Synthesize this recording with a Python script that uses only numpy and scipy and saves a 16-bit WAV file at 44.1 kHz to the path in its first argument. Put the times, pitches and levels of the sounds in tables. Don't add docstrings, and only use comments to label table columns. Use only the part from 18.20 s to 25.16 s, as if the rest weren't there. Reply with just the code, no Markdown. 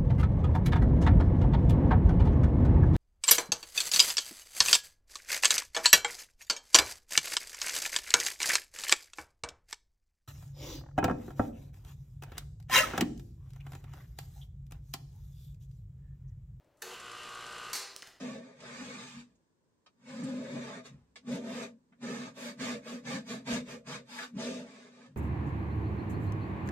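import sys
import numpy as np
from scipy import signal
from scipy.fft import rfft, irfft, next_fast_len
from scipy.io import wavfile
from scipy.ndimage import uniform_filter1d

SR = 44100
rng = np.random.default_rng(int(sys.argv[2]) if len(sys.argv) > 2 else 0)


def wrap_up_sound(samples):
    columns = np.atleast_2d(samples).T
    tamed = np.clip(columns, -1, 1)
    steps = np.round(tamed * 32767).astype(np.int16)
    wavfile.write(sys.argv[1], SR, steps)


N = 306936

# full contact t/s, length/s, base time to rise 20 dB/s, rasp level/dB, its change/dB, bite over rasp/dB,
# sheen over rasp/dB, panel level/dB, its change/dB, boom level/dB, its change/dB, bench level/dB
STROKES = [(-0.035, 0.213, 0.012, -53.0, -7.0, 3.0, -13.0, -46.0, -2.5, -38.0, -6.5, -57.5),
           (0.15, 0.182, 0.017, -68.0, -3.0, 7.5, -22.5, -59.0, 3.0, -50.0, -9.0, -78.0),
           (0.436, 0.395, 0.089, -54.0, 0.5, 2.5, -15.5, -51.0, -6.5, -55.0, 7.5, -59.5),
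           (0.805, 0.204, 0.09, -55.0, -3.5, -1.0, -13.5, -73.0, 1.0, -64.5, 0.5, -65.0),
           (1.07, 0.07, 0.02, -85.0, -3.0, -0.5, -16.0, -79.0, -3.0, -72.0, -4.0, -80.0),
           (1.881, 0.326, 0.068, -57.0, -2.0, 2.0, -13.0, -54.5, 7.5, -47.5, 12.5, -64.5),
           (2.215, 0.366, 0.09, -58.0, 2.5, 5.0, -14.0, -46.5, -2.5, -50.5, 3.0, -56.5),
           (2.652, 0.022, 0.022, -53.0, -5.0, 0.5, -9.5, -57.0, -5.5, -71.0, 14.0, -78.0),
           (3.08, 0.09, 0.033, -54.0, 3.0, 2.0, -8.0, -45.0, 3.0, -38.5, -0.5, -56.0),
           (3.232, 0.205, 0.09, -58.0, 9.5, 3.0, -7.5, -46.5, 3.0, -40.0, -2.5, -61.0),
           (3.832, 0.244, 0.027, -50.0, -4.5, 3.0, -10.5, -45.0, -5.0, -38.0, -7.0, -55.5),
           (4.169, 0.122, 0.031, -53.0, 5.0, 1.5, -2.0, -49.0, 1.5, -55.0, 14.0, -71.5),
           (4.404, 0.144, 0.025, -42.5, -6.0, 1.0, -8.5, -45.5, 1.5, -38.0, -0.5, -55.0),
           (4.669, 0.099, 0.048, -50.0, -6.5, 1.5, -5.0, -47.5, -3.5, -49.0, 9.5, -70.0),
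           (4.863, 0.1, 0.032, -48.5, 3.5, 1.5, -9.5, -47.0, 3.0, -44.0, 9.5, -50.5),
           (5.088, 0.099, 0.036, -46.0, -14.0, 1.0, -4.5, -46.5, -6.5, -40.5, -1.5, -58.0),
           (5.271, 0.1, 0.021, -44.5, 1.0, 0.5, -7.5, -44.5, 3.0, -43.0, 11.0, -49.5),
           (5.482, 0.069, 0.043, -51.5, -4.0, 2.0, -5.5, -48.0, 0.5, -56.0, 9.5, -57.5),
           (5.672, 0.086, 0.021, -49.5, 2.0, 2.5, -11.5, -49.0, 2.5, -48.5, 2.5, -52.5),
           (5.892, 0.143, 0.037, -55.0, 8.0, 0.5, -4.0, -63.0, 8.5, -56.0, 7.0, -77.5),
           (6.195, 0.217, 0.036, -44.5, -11.0, -2.5, -13.0, -40.0, -7.0, -40.5, -0.5, -64.0),
           (6.425, 0.246, 0.015, -64.0, -0.5, 4.0, -16.0, -53.5, -7.0, -58.5, 2.5, -77.5),
           (6.668, 0.193, 0.012, -72.5, 6.0, 3.0, -18.5, -66.0, 3.5, -67.0, 11.5, -76.5)]
# f/Hz, level/dB
RASP_EQ = [(1200, -14), (2500, -4.5), (4000, -10.5), (5500, -10.5), (8000, -13.5), (9400, -17),
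           (11000, -30)]
SHEEN_EQ = [(7000, -30), (9800, 0), (12500, -1), (15500, -6)]
# f/Hz, width/Hz, level/dB
BLADE_MODES = [(2560, 320, -1), (3640, 330, 0), (4830, 330, -3), (6170, 380, -5), (7400, 450, -7)]
BITE_MODES = [(856, 144, -3), (1208, 108, 0), (1480, 110, -4), (1655, 123, -.5), (1839, 110, -2),
              (2195, 307, -5.5)]
PANEL_MODES = [(399, 36.3, -4.5), (479, 13.2, 2), (528.5, 32.6, -1), (576, 44, -2), (577, 17.4, -0.5),
               (652.3, 29, -4.5)]
BOOM_MODES = [(195, 30, -12), (241, 14, 0), (266, 25, -10)]
BENCH_MODES = [(131.7, 45, -7.5), (134.7, 13.3, 4), (166.6, 8.3, -3)]
ROCK_MODE = [(62, 22, 0)]
# f/Hz, level/dB
ROOM_TONE_EQ = [(25, -16), (60, -5), (240, -2), (530, -8), (720, -18.5), (1000, -12.5), (1250, -23),
                (1600, -20), (2500, -29.5), (8700, -27.5), (9500, -44), (15500, -40)]
# t/s, level/dB, t60/s, clack f/Hz, clack share, top f/Hz
TAPS = [(.45, -50, .25, 1700, 1.8, 2400), (1.152, -74.5, .06, 7050, 1.2, 8500),
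        (1.661, -49.5, .075, 1200, 1.3, 5100), (2.035, -50, .051, 7340, 1, 13000),
        (2.957, -41, .11, 2400, .29, 6940), (3.073, -50, .04, 1200, .6, 4000),
        (3.145, -47.5, .04, 9100, .7, 14000), (3.424, -45, .027, 9100, .69, 14000),
        (3.722, -52.5, .09, 1590, .59, 2460), (3.815, -44, .085, 860, .66, 3980),
        (4.394, -41, .04, 1650, .6, 6000), (4.852, -43, .04, 1650, .6, 6000),
        (5.666, -44, .04, 1650, .6, 6000), (5.985, -31.5, .046, 1560, 1.8, 3530),
        (6.018, -38.5, .16, 1450, 1.5, 3500), (6.175, -39, .04, 860, .6, 4000)]
# t/s, boom level/dB, bench level/dB, rocking level/dB
JOLTS = [(.62, -44, -66, -71), (.97, -46, -58, -73), (1.93, -46, -62, -80), (2.04, -35, -43, -69),
         (2.35, -35, -47, -75), (2.73, -56, -50, -63), (2.97, -66, -80, -88), (3.13, -34, -52, -73),
         (3.53, -54, -75, -84), (3.73, -64, -76, -88), (4.4, -43, -52, -68), (5.31, -38, -60, -58),
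         (6.17, -34, -48, -65), (6.91, -62, -53, -78)]
# f/Hz, level/dB
MIC_EQ = [(20, 0), (8900, 0), (9500, -11), (16000, -13)]

# rise time multiplier, release/(dB/s), dip at both ends/dB
RASP_SHAPE, BITE_SHAPE, SHEEN_SHAPE = (1.01, 390, 3.3), (1.05, 400, 2.3), (.94, 345, 5.6)
PANEL_SHAPE, BOOM_SHAPE, BENCH_SHAPE = (1.05, 270, 1.5), (1.2, 165, 3.2), (1.6, 135, 1.1)
CONTROL_TIMES_S = np.arange(0, N, 32) / SR


def undb(db):
    return 10 ** (np.asarray(db) / 20)


def unit(x):
    return x / np.sqrt(np.mean(x ** 2))


def to_audio_rate(gain):
    return np.interp(np.arange(N) / SR, CONTROL_TIMES_S, gain)


def eq(x, points, lag_s=0.):
    size = next_fast_len(N + 4096)
    hz = np.arange(size // 2 + 1) * SR / size
    point_hz, db = np.transpose(points)
    gain = undb(np.interp(np.log(hz + 1), np.log(point_hz), db))
    delay = np.exp(-2j * np.pi * hz * lag_s)
    return irfft(rfft(x, size) * gain * delay, size)[..., :N]


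def drift(rate_hz):
    hold = int(SR / rate_hz)
    steps = np.repeat(rng.standard_normal(N // hold + 1), hold)
    return unit(uniform_filter1d(steps, hold)[:N])


def stroke_envelope(db, change_db, shape):
    start, length, rise = np.transpose(STROKES)[:3, :, None]
    rise_scale, release_db_s, dip_db = shape
    t = CONTROL_TIMES_S - start
    progress = np.clip(t / length, 0, 1)
    level_db = db[:, None] + change_db[:, None] * progress - dip_db * (2 * progress - 1) ** 2
    level_db += 20 * np.minimum(t, 0) / (rise_scale * rise)
    level_db -= release_db_s * np.maximum(t - length, 0)
    return to_audio_rate(np.sqrt(np.sum(undb(level_db) ** 2, axis=0)))


def grains(rate_hz, spread_db, hiss):
    clicks = (rng.random(N) < rate_hz / SR) * rng.standard_normal(N)
    clicks *= undb(spread_db * rng.exponential(size=N))
    return unit(unit(clicks) + hiss * rng.standard_normal(N))


def ring(force, modes, wander_db=0.):
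    out, power = 0, 0
    for k, (hz, width, db) in enumerate(modes):
        drive = force * undb(db + wander_db * drift(5.))
        out += (-1) ** k * signal.lfilter(*signal.iirpeak(hz, hz / width, SR), drive)
        power += undb(db) ** 2 * np.pi * width / SR
    return out / np.sqrt(power)


def tearing_varnish():
    rasp_db, change_db, bite_db, sheen_db = np.transpose(STROKES)[3:7]
    rasp_gain = stroke_envelope(rasp_db, change_db, RASP_SHAPE)
    bite_gain = stroke_envelope(rasp_db + bite_db, change_db, BITE_SHAPE)
    sheen_gain = stroke_envelope(rasp_db + sheen_db, change_db, SHEEN_SHAPE)
    tear = unit(grains(rate_hz=1800, spread_db=2, hiss=1.88) * undb(.54 * drift(60.)))
    flakes = unit(eq(grains(rate_hz=2200, spread_db=2.4, hiss=1.42), RASP_EQ))
    steel = ring(tear * rasp_gain, BLADE_MODES, wander_db=1.1)
    bite = ring(tear * bite_gain, BITE_MODES, wander_db=1.1)
    sheen = unit(eq(tear, SHEEN_EQ)) * sheen_gain
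    return .83 * flakes * rasp_gain + .77 * steel + bite + sheen


def edge_judder():
    return unit(grains(rate_hz=600, spread_db=1.5, hiss=2.6) * undb(.85 * drift(25.)))


def slip_lock(swing, window_s):
    envelope = np.abs(signal.hilbert(swing, next_fast_len(N))[:N])
    envelope = uniform_filter1d(envelope, int(window_s * SR))
    return unit(swing / (envelope + .3) ** .7)


def cabinet(judder, taps):
    panel_db, panel_change_db, boom_db, boom_change_db, bench_db = np.transpose(STROKES)[7:]
    panel_gain = stroke_envelope(panel_db, panel_change_db, PANEL_SHAPE)
    boom_gain = stroke_envelope(boom_db, boom_change_db, BOOM_SHAPE)
    bench_gain = stroke_envelope(bench_db, np.zeros_like(bench_db), BENCH_SHAPE)
    boom_jolt_db, bench_jolt_db, rock_jolt_db = np.transpose(JOLTS)[1:]
    boom_swell = np.hypot(boom_gain, hand_jolts(boom_jolt_db, release_db_s=190))
    bench_swell = np.hypot(bench_gain, hand_jolts(bench_jolt_db, release_db_s=190))
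    rock_swell = np.hypot(bench_gain * undb(-19), hand_jolts(rock_jolt_db, release_db_s=75))
    boom = slip_lock(ring(judder, BOOM_MODES), window_s=.013) * boom_swell
    knocks = ring(.6 * taps, BOOM_MODES)
    panel = ring(judder * panel_gain + .46 * taps, PANEL_MODES, wander_db=1.8)
    bench = slip_lock(ring(judder, BENCH_MODES), window_s=.027) * bench_swell
    rocking = ring(judder * rock_swell, ROCK_MODE)
    return boom + knocks + panel + bench + rocking


def room_echoes(x, patterns=6, t60_s=.092):
    t = np.arange(SR // 8) / SR
    blend = np.array([drift(22.) for _ in range(patterns)])
    blend /= np.sqrt(np.sum(blend ** 2, axis=0))
    decay = np.exp(-np.log(1000) * t / t60_s) * (t > .002)
    echoes = rng.standard_normal((patterns, 2, len(t))) * decay
    echoes /= np.sqrt(np.sum(echoes ** 2, axis=2, keepdims=True))
    wet = signal.oaconvolve((x * blend)[:, None], echoes, axes=2).sum(axis=0)[:, :N]
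    bright = signal.lfilter(*signal.butter(2, 577, "high", fs=SR), wet)
    return undb(1) * bright + undb(-15) * wet


def room_tone():
    mid, side = eq(rng.standard_normal((2, N)), ROOM_TONE_EQ)
    side = eq(side, [(60, -3), (400, -4), (1300, 1)])
    bed = np.array([mid + side, mid - side]) / np.std(mid)
    return bed * undb(-77.8 + .4 * drift(7.7))


def edge_taps():
    out = np.zeros(N)
    t = np.arange(SR // 4) / SR
    tick = (1 + 1.6 * np.exp(-t / .0055)) * np.minimum(t / .001, 1)
    for start_s, db, t60_s, clack_hz, clack_share, top_hz in TAPS:
        burst = rng.standard_normal(len(t)) * np.exp(-np.log(1000) * t / t60_s) * tick
        flakes = signal.lfilter(*signal.butter(3, [600, top_hz], "band", fs=SR), burst)
        clack = signal.lfilter(*signal.iirpeak(clack_hz, Q=4, fs=SR), flakes)
        tap = undb(db) * (.37 * flakes + clack_share * clack)
        i = int(start_s * SR)
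        out[i:i + len(t)] += tap[:N - i]
    return out


def hand_jolts(db, release_db_s, attack_db_s=400):
    t = CONTROL_TIMES_S - np.array(JOLTS)[:, :1]
    level_db = db[:, None] + np.minimum(attack_db_s * t, -release_db_s * t)
    return to_audio_rate(undb(level_db).sum(axis=0))


def scene():
    scrape = tearing_varnish()
    judder = edge_judder()
    taps = edge_taps()
    edge = scrape + taps
    wood = cabinet(judder, taps)
    direct = edge * undb(-4) + wood
    left = eq(direct, [(500, .6), (2000, -1.3)])
    right = eq(direct, [(500, .31), (2000, 1.3)], lag_s=98e-6)
    heard = np.array([left, right]) + room_echoes(edge + wood)
    return eq(heard, MIC_EQ) + room_tone()


def record(dry):
    dry = signal.lfilter(*signal.butter(2, 52., "high", fs=SR), dry)
    return signal.sosfilt(signal.ellip(10, .2, 80, 15550, fs=SR, output="sos"), dry)


dry = scene()
out = record(dry)
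wrap_up_sound(out)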